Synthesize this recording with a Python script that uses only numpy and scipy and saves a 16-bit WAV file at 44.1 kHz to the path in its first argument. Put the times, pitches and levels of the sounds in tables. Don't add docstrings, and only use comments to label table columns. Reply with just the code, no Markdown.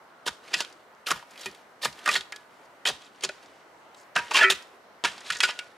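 import sys
import numpy as np
from scipy import signal
from scipy.io import wavfile
from scipy.ndimage import uniform_filter1d

SR = 44100
rng = np.random.default_rng(int(sys.argv[2]) if len(sys.argv) > 2 else 0)


def master(y):
    cut = np.clip(np.atleast_2d(y).T, -1, 1)
    pcm = np.round(cut * 32767)
    wavfile.write(sys.argv[1], SR, pcm.astype(np.int16))


def volts_from_db(level):
    exponent = np.asarray(level, float) / 20
    return 10 ** exponent


N = 254456


def rms_one(x):
    return x / np.sqrt(np.mean(x ** 2) + 1e-20)


def at_hz(points, hz):
    point_hz, point_db = np.transpose(points)
    return np.interp(np.log(hz), np.log(point_hz), point_db)


def band(x, low_hz, high_hz, order=2):
    return signal.sosfilt(signal.butter(order, [low_hz, high_hz], "band", fs=SR, output="sos"), x)


def resonance(x, hz, width_hz):
    r = np.exp(-np.pi * width_hz / SR)
    poles = [1, -2 * r * np.cos(2 * np.pi * hz / SR), r * r]
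    return signal.lfilter([(1 - r * r) / 2, 0, (r * r - 1) / 2], poles, x)


def drift(rate):
    r = np.exp(-80 * np.pi * rate / SR)
    chance = rng.standard_normal(N // 40 + 2002)
    slow = signal.lfilter([1], [1, -2 * r, r * r], chance)[2000:]
    return np.interp(np.arange(N) / 40, np.arange(len(slow)), rms_one(slow))


def add(out, s, piece):
    i = round(s * SR)
    out[i:i + len(piece)] += piece[:N - i]


# pitch_hz, density_db_per_hz
VALLEY_SPECTRUM = [(15, -67), (25, -52), (53, -22.5), (277, -8), (363, -7.5), (463, -6), (591, -4),
                   (1100, -5), (1190, -7.5), (1440, -4), (2000, -13.5), (2760, -19.5), (5140, -26.5),
                   (16000, -38)]
# pitch_hz, likeness
VALLEY_COHERENCE = [(60, 0.83), (500, 0.84), (2000, 0.23), (6000, 0.18), (14000, 0.3)]


def valley():
    out, together = 0, drift(1.2)
    edges = 24 * 2 ** np.arange(0, 9.6, .5)
    white = rng.standard_normal((2, 2, N))
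    for k, (low, high) in enumerate(zip(edges, edges[1:])):
        mid, side = band(white[k % 2], low, high)
        centre_hz = np.sqrt(low * high)
        alike = np.clip(at_hz(VALLEY_COHERENCE, centre_hz), -1, 1)
        gain = volts_from_db(at_hz(VALLEY_SPECTRUM, centre_hz) + 0.4 * together + 1.1 * drift(3.0))
        out = out + gain * (np.sqrt(1 + alike) * mid + np.sqrt(1 - alike) * side * [[1], [-1]])
    level_db = -55
    return volts_from_db(level_db) * rms_one(out)


# start_s, length_s, pitch_hz, fall_hz, level_db
BIRD_CALL = (3.09, .1, 8750, 350, -76)


def bird():
    s, length, hz, fall_hz, db = BIRD_CALL
    out, t = np.zeros(N), np.arange(round(length * SR)) / SR
    swell = np.sin(np.pi * t / length) * np.cos(1.7 * np.pi * t / length)
    cycles = hz * t - fall_hz * t ** 2 / (2 * length)
    add(out, s, volts_from_db(db) * swell * np.sin(2 * np.pi * cycles))
    return out


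# start_s, level_db
GROUND_THUMPS = [(0.273, -57), (0.546, -61.5), (1.115, -50.5), (1.455, -57.5), (1.858, -51.5), (2.089, -54),
                 (2.159, -60), (2.889, -53.5), (3.249, -61.5), (4.163, -49.5), (4.503, -57), (5.056, -58),
                 (5.31, -60.5), (5.429, -66)]


def thumps():
    out, t = np.zeros(N), np.arange(round(.3 * SR)) / SR
    earth = rms_one(band(rng.standard_normal(N), 130, 227))
    deep = rms_one(band(rng.standard_normal(N), 52, 98))
    for s, db in GROUND_THUMPS:
        add(out, s, volts_from_db(db - 7.0) * (t / 0.0037) * np.exp(1 - t / 0.014))
    deep_db, deep_lag_s = -11, .025
    late = np.roll(out, round(deep_lag_s * SR))
    return band(out * earth + volts_from_db(deep_db) * late * deep, 50, 900)


def grains(per_s, spread_db, hiss, cycles=4.9):
    sizes = volts_from_db(spread_db * np.minimum(rng.exponential(1, N), 4)) * rng.choice([-1, 1], N)
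    clicks = sizes * (rng.random(N) < per_s / SR)
    dealt, rung = rng.integers(0, 18, N), 0
    for k, hz in enumerate(np.geomspace(300, 14500, 18)):
        soft = resonance(clicks * (dealt == k) + 1e-18, hz, hz / 3)
        rung = rung + rms_one(resonance(soft, hz, hz / cycles)) * np.sqrt(hz)
    return rms_one(rms_one(rung) + hiss * rng.standard_normal(N))


# start_s, hold_s, level_db
GRIT_SLIDES = [(0.48, 0.16, -43.5), (1.315, 0.22, -48.5), (1.97, 0.079, -45), (2.34, 0.032, -50.5),
               (3.12, 0.06, -58.5), (3.324, 0.12, -52.5), (4.363, 0.01, -26.5), (4.583, 0.0087, -45),
               (2.546, 0.062, -59), (3.524, 0.058, -59), (5.126, 0.063, -41.5), (5.234, 0.022, -48),
               (5.429, 0.19, -43.5)]


def sliding():
    t, (s, hold, db) = np.arange(N) / SR, np.transpose(GRIT_SLIDES)[:, :, None]
    rise_db_per_s, fall_db_per_s, resting_db = 260, 148, -66
    loss_db = rise_db_per_s * np.maximum(s - t, 0) + fall_db_per_s * np.maximum(t - s - hold, 0)
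    return volts_from_db(resting_db) + volts_from_db(db - loss_db).sum(axis=0)


def grit():
    flow = grains(per_s=8000 * volts_from_db(5.3 * drift(20)), spread_db=4.0, hiss=1.0)
    flow = flow * volts_from_db(1.3 * drift(38)) * sliding()
    earth_db, sharp_db = -6.5, -17.5
    earthy = volts_from_db(earth_db + 7.0) * band(flow, 246, 1760)
    sharp = volts_from_db(sharp_db + 12.5) * band(flow, 4240, 11100)
    return band(flow, 960, 5570) + earthy + sharp


# pitch_hz, level_db, t60_s
BLADE_MODES = [(385, 0, 0.37), (602, -6, 0.3), (873, -20, .15), (955, 2, 0.17), (1100, -20, 0.09),
               (1220, 0, 0.033), (1320, 2, 0.3), (1382, -2, 0.2), (1468, 9, .22), (1700, 4.5, 0.23),
               (1758, 3, 0.4), (1862, 0.5, 0.56), (1974, 5.5, 0.25), (2110, -4, 0.043), (2278, -1, 0.3),
               (2362, -3, 0.25), (2483, 4, 0.27), (2571, -2, 0.3), (2600, -20, .1), (3118, -7, 0.19),
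               (3370, -20, 0.11), (3900, -10.5, .05), (3820, -18, 0.051), (4490, -10.5, 0.031),
               (4950, -25, .06), (5200, -1, .06), (6800, -40, 0.065), (7000, -8, .05)]


def buried_blade(force, damp):
    out = 0
    for k, (hz, db, t60) in enumerate(BLADE_MODES[1:]):
        out = out + volts_from_db(db) * resonance(force, hz, damp * hz) * (-1) ** k
    return out


# pitch_hz, width_hz, level_db
UPPER_MODES = [(2750, 27, -5), (3060, 91, -1.5), (3330, 75, -11), (3720, 39, -3.5), (4600, 32, -12),
               (5200, 55, -5), (5500, 18, -29), (5600, 380, -14.5), (7600, 77, -18), (7900, 180, -43.5)]


def half_free_blade(force):
    out = volts_from_db(-7.5) * buried_blade(force, damp=0.011)
    for k, (hz, width_hz, db) in enumerate(UPPER_MODES):
        out = out + volts_from_db(db) * resonance(force, hz, width_hz) * (-1) ** k
    return out


# start_s, level_db, favoured_hz, free_s
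FREE_RINGS = [(0.540, -16, 4950, 0.0057), (0.603, -34, 1710, 0.0083), (1.116, -17, 1283, 0.0067),
              (1.463, -41.5, 2510, 0.027), (1.460, -46, 1900, 0.033), (2.062, -29, 1220, 0.01),
              (2.091, -18, 2110, 0.013), (2.157, -40, 1880, 0.0077), (2.324, -62, 1400, 0.03),
              (2.855, -10.5, 3120, 0.011), (3.235, -30, 2600, 0.018), (3.294, -40.5, 1520, 0.011),
              (3.292, -36.5, 2540, 0.013), (3.294, -28.5, 602, 0.01), (4.159, -16, 1600, 0.019),
              (4.191, -35.5, 955, 0.1), (4.352, -13.5, 2780, 0.1), (4.41, -16.5, 1745, 0.04),
              (4.425, -22.5, 1465, 0.024), (4.435, -20.5, 1322, 0.066), (4.44, -10, 3120, 0.02),
              (4.441, -19.5, 1930, 0.056), (4.440, -21.5, 2277, 0.056), (4.442, -30, 2483, 0.027),
              (5.061, -35, 1758, 0.03), (5.301, -26, 1550, 0.014), (5.403, -35, 2540, 0.017),
              (5.407, -41, 3365, 0.014), (5.432, -24.5, 1480, 0.038), (5.592, -54, 2483, 0.05)]
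# start_s, level_db, free_s
LOWEST_MODE_HUMS = [
    (1.115, -40, 0.009),
    (1.46, -38, 0.031),
    (2.158, -49, 0.066),
    (3.237, -38, 0.033),
    (3.294, -41.5, 0.016),
    (4.443, -27.5, 0.086),
    (5.432, -46, 0.054),
]


def rings():
    out, t = np.zeros(N), np.arange(round(.3 * SR)) / SR
    hz, mode_db, t60 = np.transpose(BLADE_MODES)[:, :, None]
    idle_hum_db = -30
    strikes = [(*row, idle_hum_db) for row in FREE_RINGS]
    strikes += [(s, db, hz[0], free_s, 0) for s, db, free_s in LOWEST_MODE_HUMS]
    phases = rng.uniform(0, 2 * np.pi, (len(strikes), len(BLADE_MODES), 1))
    flutter = volts_from_db(1.5 * drift(50))
    for k, ((s, db, favoured_hz, stop_s, lowest_db), phase) in enumerate(zip(strikes, phases)):
        strength_db = mode_db - 110 * np.minimum(np.abs(np.log2(hz / favoured_hz)), .22)
        strength_db[0] = lowest_db
        share = max(0.061 + 16.4 * stop_s, .05)
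        modes = volts_from_db(strength_db - 60 * t / (t60 * share)) * np.sin(2 * np.pi * hz * t + phase)
        modes[1:] *= flutter[6000 * k:][:len(t)]
        choke = volts_from_db(-60 * np.maximum(t - stop_s, 0) / 0.045)
        onset = 1 - np.exp(-t / (0.026 * stop_s))
        add(out, s, volts_from_db(db) * modes.sum(axis=0) * onset * choke)
    return out


# start_s, level_db, pitch_hz, t60_s
WEDGED_NOTES = [(0.2767, -24.5, 1480, 0.04), (0.54, -15.5, 1920, 0.039), (.605, -24, 1735, 0.034),
                (1.107, -23, 1200, 0.02), (1.1159, -14.5, 1150, 0.028), (1.136, -37, 1410, 0.054),
                (1.832, -26, 1810, 0.06), (1.848, -25, 3900, 0.057), (1.853, -16, 1257, 0.022),
                (2.076, -15, 1213, 0.043), (2.089, -12.5, 2466, .04), (2.089, -17, 1857, 0.063),
                (2.138, -23, 4000, 0.044), (2.154, -28, 1690, .03), (2.154, -22, 2050, .03),
                (2.159, -18.5, 3367, 0.042), (2.164, -22, 4330, 0.043), (2.325, -40, 1695, 0.24),
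                (2.876, -19, 3330, 0.057), (2.908, -41, 3740, .2), (3.237, -18, 6900, .04),
                (4.312, -24, 1127, 0.062), (4.312, -24, 890, 0.057), (4.312, -24.5, 2540, 0.056),
                (4.346, -18.5, 1075, 0.074), (4.345, -15, 2780, 0.11), (4.355, -23.5, 873, 0.11),
                (4.366, -18.5, 2317, 0.15), (4.37, -19, 3720, .08), (4.407, -19, 2750, 0.12),
                (4.42, -26.5, 643, 0.12), (4.499, -19.5, 3370, 0.063), (4.5, -18, 3710, 0.06),
                (5.039, -23, 1230, 0.025), (5.05, -21, 2200, .04), (5.304, -19.5, 1350, 0.032),
                (5.405, -22, 2560, 0.084), (5.404, -21, 3380, 0.065), (5.404, -23.5, 1970, 0.083),
                (5.436, -24, 2796, .09), (5.436, -28, 3110, .08), (5.435, -16, 4850, 0.046),
                (5.49, -26.5, 3070, 0.054), (5.49, -26.5, 5430, .06), (5.592, -37, 1452, 0.22),
                (5.593, -42, 2300, .15)]
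# start_s, level_db, pitch_hz, t60_s
DRAGGED_NOTES = [(.541, -18, 4800, 0.034), (.592, -38, 1712, .12), (2.06, -27, 1850, .08),
                 (2.861, -23, 2500, 0.068), (2.885, -31.5, 590, 0.072), (3.249, -23, 7100, .03),
                 (4.165, -27, 2600, 0.083), (4.166, -16.5, 1560, .1), (4.185, -23, 1600, 0.057),
                 (4.35, -21.5, 3200, .04), (4.385, -23.5, 3120, 0.1), (4.412, -23.5, 3400, .1),
                 (4.425, -23, 2160, .1), (4.39, -24.5, 890, 0.18), (5.041, -23, 950, 0.063),
                 (5.352, -33, 1700, 0.051), (5.433, -20, 1390, 0.084), (5.493, -27, 4000, .05),
                 (5.475, -34, 970, 0.15), (1.068, -33, 4200, .04), (1.072, -30, 1400, .06),
                 (1.085, -29.5, 1300, .05), (.542, -19.5, 2600, .04), (2.093, -17.5, 1200, .05),
                 (4.445, -24, 2490, .2), (4.43, -18.5, 1400, 0.14), (4.355, -20, 3100, .1),
                 (1.461, -43, 1850, .1), (1.461, -36, 2470, 0.086), (.538, -18, 5300, .028),
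                 (4.44, -23, 1470, .2), (5.555, -46, 1450, .3)]


def pings():
    out, t, waver = np.zeros(N), np.arange(round(.25 * SR)) / SR, drift(60)
    wedged_flutter_db, dragged_flutter_db, rise_s = 1.5, 3.5, 0.0014
    notes = [(*row, wedged_flutter_db) for row in WEDGED_NOTES]
    notes += [(*row, dragged_flutter_db) for row in DRAGGED_NOTES]
    for k, (s, db, hz, t60, flutter_db) in enumerate(notes):
        level_db = db - 60 * t / max(t60, .01) + flutter_db * waver[3000 * k:][:len(t)]
        add(out, s, volts_from_db(level_db) * (1 - np.exp(-t / rise_s)) * np.sin(2 * np.pi * hz * t))
    return out


def coloured(push, hz, earth_db, sharp_db):
    stone = resonance(push, np.clip(hz, 500, 9000), 0.36 * hz) + 0.43 * band(push, 1385, 5740)
    earthy = volts_from_db(earth_db + 5.5) * band(push, 352, 2200)
    return stone + earthy + volts_from_db(sharp_db + 1.0) * band(push, 4150, 10380)


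# start_s, length_s, level_db, pitch_hz
CHOP_GRAVEL = [(0.256, 0.027, -25, 3330), (0.273, 0.011, -26, 1540), (1.06, 0.034, -24.5, 2560),
               (1.094, 0.029, -29, 1490), (1.104, 0.0057, -20, 2310), (1.117, 0.059, -39, 1180),
               (1.81, 0.029, -36.5, 2440), (1.82, 0.031, -29, 3830), (1.841, 0.017, -30, 3650),
               (1.866, 0.015, -33.5, 1960), (2.854, 0.036, -18.5, 3200), (2.898, 0.0066, -25, 890),
               (4.149, 0.043, -21.5, 1400), (4.188, 0.085, -38, 1900), (5.039, 0.014, -16, 1440),
               (5.051, 0.0067, -19.5, 2680), (5.068, 0.018, -28.5, 2670)]
# start_s, length_s, level_db, pitch_hz
PRY_GRAVEL = [(0.53, 0.013, -22.5, 2950), (0.549, 0.073, -31, 3900), (1.364, 0.12, -40.5, 3720),
              (2.049, 0.037, -24, 1460), (2.092, 0.055, -24, 3500), (2.158, 0.015, -24, 3800),
              (2.629, 0.03, -63, 5800), (2.978, 0.1, -49, 3380), (3.219, 0.026, -32, 3320),
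              (3.234, 0.01, -25, 4000), (3.953, 0.078, -56.5, 7240), (4.31, 0.013, -21.5, 1070),
              (4.334, 0.03, -15, 2750), (4.365, 0.017, -18.5, 3650), (4.373, 0.032, -17.5, 1330),
              (4.404, 0.036, -20, 2200), (4.413, 0.014, -30.5, 720), (4.497, 0.026, -22.5, 3270),
              (4.506, 0.044, -36.5, 3530), (5.243, 0.07, -36, 3650), (5.319, 0.012, -23.5, 3620),
              (5.347, 0.011, -30, 1860), (5.383, 0.0068, -39, 6100), (5.421, 0.032, -19.5, 3420),
              (5.467, 0.04, -28.5, 2780)]


def crunches():
    out = np.zeros((2, N))
    force = grains(per_s=8000 * volts_from_db(3.0 * drift(60)), spread_db=3.0, hiss=0.61) * volts_from_db(1.67 * drift(120))
    force = force / np.sqrt(uniform_filter1d(force ** 2, size=3000))
    crumbs, t = rng.standard_normal(N) * volts_from_db(1.5 * drift(70)), np.arange(round(.28 * SR)) / SR
    # gravel table, earthy part dB, sharp part dB
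    kinds = [(CHOP_GRAVEL, -12.5, -5.5), (PRY_GRAVEL, -13.5, -7)]
    clean_from_s, clean_earth_db = 4.2, -6
    for track, (strokes, earth_db, sharp_db) in zip(out, kinds):
        for s, length, db, hz in strokes:
            i, after = round(s * SR), np.maximum(t - length, 0)
            breaking = force[i:i + len(t)] * volts_from_db(-60 * after / 0.053)
            settling = crumbs[i:i + len(t)] * volts_from_db(-14 - 60 * after / 0.29)
            push = (breaking + settling) * np.minimum(t / (0.36 * length), 1)
            low_db = earth_db + clean_earth_db * (s > clean_from_s)
            top_db = sharp_db + 8.0 * np.log2(hz / 3000)
            add(track, s, volts_from_db(db + 3) * coloured(push, hz, low_db, top_db))
    return out


# start_s, peak_db, pitch_hz
STONE_SNAPS = [(0.5391, -9, 4960), (0.5457, -12, 3470), (0.5749, -27, 6500), (1.0692, -15, 4300),
               (1.082, -17, 3060), (1.0877, -18, 5000), (1.4596, -20, 7000), (1.833, -26, 4700),
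               (1.847, -12, 5900), (1.858, -23, 4600), (2.0637, -22, 2000), (2.077, -14, 1330),
               (2.1305, -20, 5500), (2.162, -9, 3460), (2.1671, -15, 4200), (2.1814, -19, 3400),
               (2.2097, -15.5, 3500), (2.324, -23, 2390), (2.8522, -24, 3350), (2.856, -13, 3100),
               (2.873, -5, 3380), (2.878, -9, 3380), (2.9135, -20, 3230), (3.2364, -21, 3500),
               (3.2396, -9, 6750), (3.249, -7, 7000), (4.1555, -18, 5500), (4.1597, -14, 2130),
               (4.162, -22, 1510), (4.1732, -25, 1670), (4.2825, -25, 2820), (4.3085, -27.5, 2760),
               (4.3147, -16, 2740), (4.318, -20, 2710), (4.337, -27, 5000), (4.3398, -18.5, 3660),
               (4.3461, -16, 2670), (4.355, -4, 2670), (4.362, -9, 2720), (4.369, -18, 3300),
               (4.3734, -2, 2520), (4.3793, -7.5, 6500), (4.3895, -3.5, 1780), (4.5045, -13, 3380),
               (4.5097, -12, 3320), (4.5229, -7, 2950), (4.672, -45.5, 7000), (5.0488, -10, 1260),
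               (5.0515, -12, 2240), (5.0747, -28, 3750), (5.0824, -25, 3440), (5.2071, -33, 5080),
               (5.3032, -14.5, 1620), (5.3051, -8.5, 3170), (5.3215, -20, 4900), (5.3517, -19, 6800),
               (5.368, -21, 6590), (5.5095, -19, 4740),
               (.649, -20, 3500), (.6492, -29, 8000), (.95, -43, 6200), (3.048, -38, 4500),
               (3.161, -42, 6500), (.606, -11, 5200), (1.196, -31, 1300), (1.227, -31, 900),
               (4.4981, -15, 9000)]


def snaps():
    out, touch = np.zeros(N), np.eye(1, 400)[0]
    cycles, edge_db, level_db = 2.6, -4, -3.5
    edge = band(touch, 3340, 7500)
    edge = volts_from_db(edge_db) * edge / np.abs(edge).max()
    for s, db, hz in STONE_SNAPS:
        body = resonance(resonance(touch, hz, hz / 1.34), hz, hz / cycles)
        snap = body / np.abs(body).max() + (hz / 3000) * edge
        add(out, s, volts_from_db(db + level_db) * snap)
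    return out


# start_s, peak_db, pitch_hz, earth_db
CHOP_KNOCKS = [(0.2653, -14.5, 3260, -3), (0.276, -15.5, 2360, -6.5), (1.0663, -21.5, 2390, -22),
               (1.107, -10.5, 3100, -16), (1.1146, -7, 5200, 0), (1.849, -10.5, 3650, -47),
               (1.8549, -11.5, 3530, 2), (2.8535, -14.5, 2870, -18), (2.87, -31, 3240, -19),
               (2.8768, -23, 3360, -9), (2.8879, -10, 3480, -10), (4.1615, -8.5, 2400, -6),
               (5.0391, -8.5, 2790, -9), (5.0475, -7, 2660, -2)]
# start_s, peak_db, pitch_hz, earth_db
PRY_KNOCKS = [(0.5384, -19, 2770, -34), (0.541, -9, 3220, -41), (0.6046, -10, 3460, -7.5),
              (1.4586, -16.5, 2920, -9), (2.0598, -13, 2940, -28), (2.0763, -12.5, 3550, -2),
              (2.0893, -8.5, 2100, -13.5), (2.1148, -15, 2970, -22), (2.139, -16.5, 3770, -28),
              (2.154, -9, 2150, -31), (2.1615, -23.5, 4500, 8), (3.236, -10.5, 3140, -14.5),
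              (3.2491, -14.5, 5550, -3.5), (4.3104, -16, 2520, -9), (4.352, -20, 2700, -17),
              (4.412, -18.5, 3160, 13), (4.428, -20, 2270, -6), (4.5011, -2, 3280, -10),
              (4.5093, -7, 3200, -37), (4.5227, -14.5, 3130, -10), (5.303, -10, 2900, -39),
              (5.404, -4, 3270, -47), (5.4346, -5, 2250, -47), (5.4897, -23.5, 2840, 3)]
# start_s, peak_db, pitch_hz
PEBBLE_KNOCKS = [(0.479, -33, 2490), (0.6478, -27.5, 3260), (0.726, -34, 4900), (1.1925, -40, 4010),
                 (1.226, -40, 1440), (1.3093, -34.5, 6360), (1.358, -35, 2180), (1.3767, -32.5, 2800),
                 (1.4115, -25, 5760), (1.432, -30.5, 2680), (1.513, -37, 4620), (1.548, -33.5, 2990),
                 (1.927, -31, 3830), (1.9902, -32.5, 3180), (2.2088, -23.5, 3020), (2.3225, -21.5, 2350),
                 (2.361, -24, 3830), (3.2086, -31.5, 3580), (3.2906, -20, 3440), (3.43, -42, 4230),
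                 (3.46, -40, 4850), (3.946, -37, 3620), (4.282, -41, 2770), (4.6244, -32.5, 4470),
                 (5.18, -28.5, 3200), (5.2058, -32.5, 5600), (5.37, -20, 6540), (5.59, -15, 2750)]


def cracks():
    # sharp part dB, rattle t60 s (pebbles first an earthy part dB)
    knocks = [(*row, -20.5, 0.026) for row in CHOP_KNOCKS]
    knocks += [(*row, -18.5, 0.035) for row in PRY_KNOCKS]
    knocks += [(*row, -15, -21.5, 0.028) for row in PEBBLE_KNOCKS]
    out, t = np.zeros(N), np.arange(round(.1 * SR)) / SR
    rattles = rng.standard_normal((len(knocks), len(t)))
    sharp_db_per_octave = 10.5
    for (s, db, hz, earth_db, sharp_db, t60), rattle in zip(knocks, rattles):
        push = rattle * (1 - np.exp(-t / 0.00096)) * volts_from_db(-60 * t / np.clip(t60, .006, .1))
        push[30] += 4.0
        top_db = sharp_db + 13.5 + sharp_db_per_octave * np.log2(hz / 3000)
        knock = coloured(push, hz, earth_db, top_db)
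        add(out, s - .0004, volts_from_db(db + 4.5) * knock / np.abs(knock).max())
    return out


# start_s, level_db
SOIL_DRYNESS = [(0, 1), (.4, -3), (.98, 9), (1.7, 7), (2.0, 4), (2.865, -4), (3.15, -17), (4.0, -4),
                (4.494, 6.5), (4.9, -17), (5.2, -14)]


def dryness():
    s, db = np.transpose(SOIL_DRYNESS)
    stroke = np.searchsorted(s, np.arange(N) / SR) - 1
    return volts_from_db(db[np.clip(stroke, 0, None)])


def shovel():
    knocks, (chop, pry) = cracks() + snaps(), crunches()
    contact = knocks + chop + pry
    near = 0.7 * contact + volts_from_db(-7.5) * buried_blade(contact, damp=0.05)
    near = near + volts_from_db(4.5) * half_free_blade(pry + 0.44 * knocks)
    near = near + grit() + rings() + pings()
    finest_db, air_cut_hz = -20.5, 5170
    finest = volts_from_db(finest_db) * dryness() * band(near + 0.49 * chop, 11150, 22000)
    return signal.sosfilt(signal.butter(2, air_cut_hz, fs=SR, output="sos"), near) - finest


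def hillside(x):
    t = np.arange(round(.4 * SR)) / SR
    trees_db, trees_t60_s = -23, 0.38
    scatter = band(rng.standard_normal((2, len(t))), 660, 9800, order=1)
    scatter = scatter * volts_from_db(-60 * t / trees_t60_s) * (t > .01)
    response = volts_from_db(trees_db) * scatter / np.sqrt(np.sum(scatter ** 2) / 2)
    response[:, 0] += volts_from_db([-.3, .3])
    housing = band(rng.standard_normal(len(t)) * volts_from_db(-60 * t / .008), 3700, 15000, order=4)
    housing = housing / np.sqrt(np.sum(housing ** 2))
    port_wander, left_treble = 0.55, .2
    apart = volts_from_db(-10) * signal.fftconvolve(x, housing)[:N] * (.3 + port_wander * drift(29))
    apart = apart + left_treble * band(x, 8100, 15500)
    return signal.fftconvolve(x[None], response, axes=1)[:, :N] + apart * [[1], [-1]]


def scene():
    return hillside(shovel() + thumps() + bird()) + valley()


def band_limit(x):
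    return signal.sosfilt(signal.butter(12, 16430, fs=SR, output="sos"), x)


def record(dry):
    thin = signal.sosfilt(signal.butter(1, 45, "highpass", fs=SR, output="sos"), dry)
    soft = 0.96 * np.tanh(thin / 0.85)
    mix = signal.sosfilt(signal.cheby2(14, 70, 16500, fs=SR, output="sos"), soft)
    return band_limit(mix)


dry = scene()
out = record(dry)
master(out)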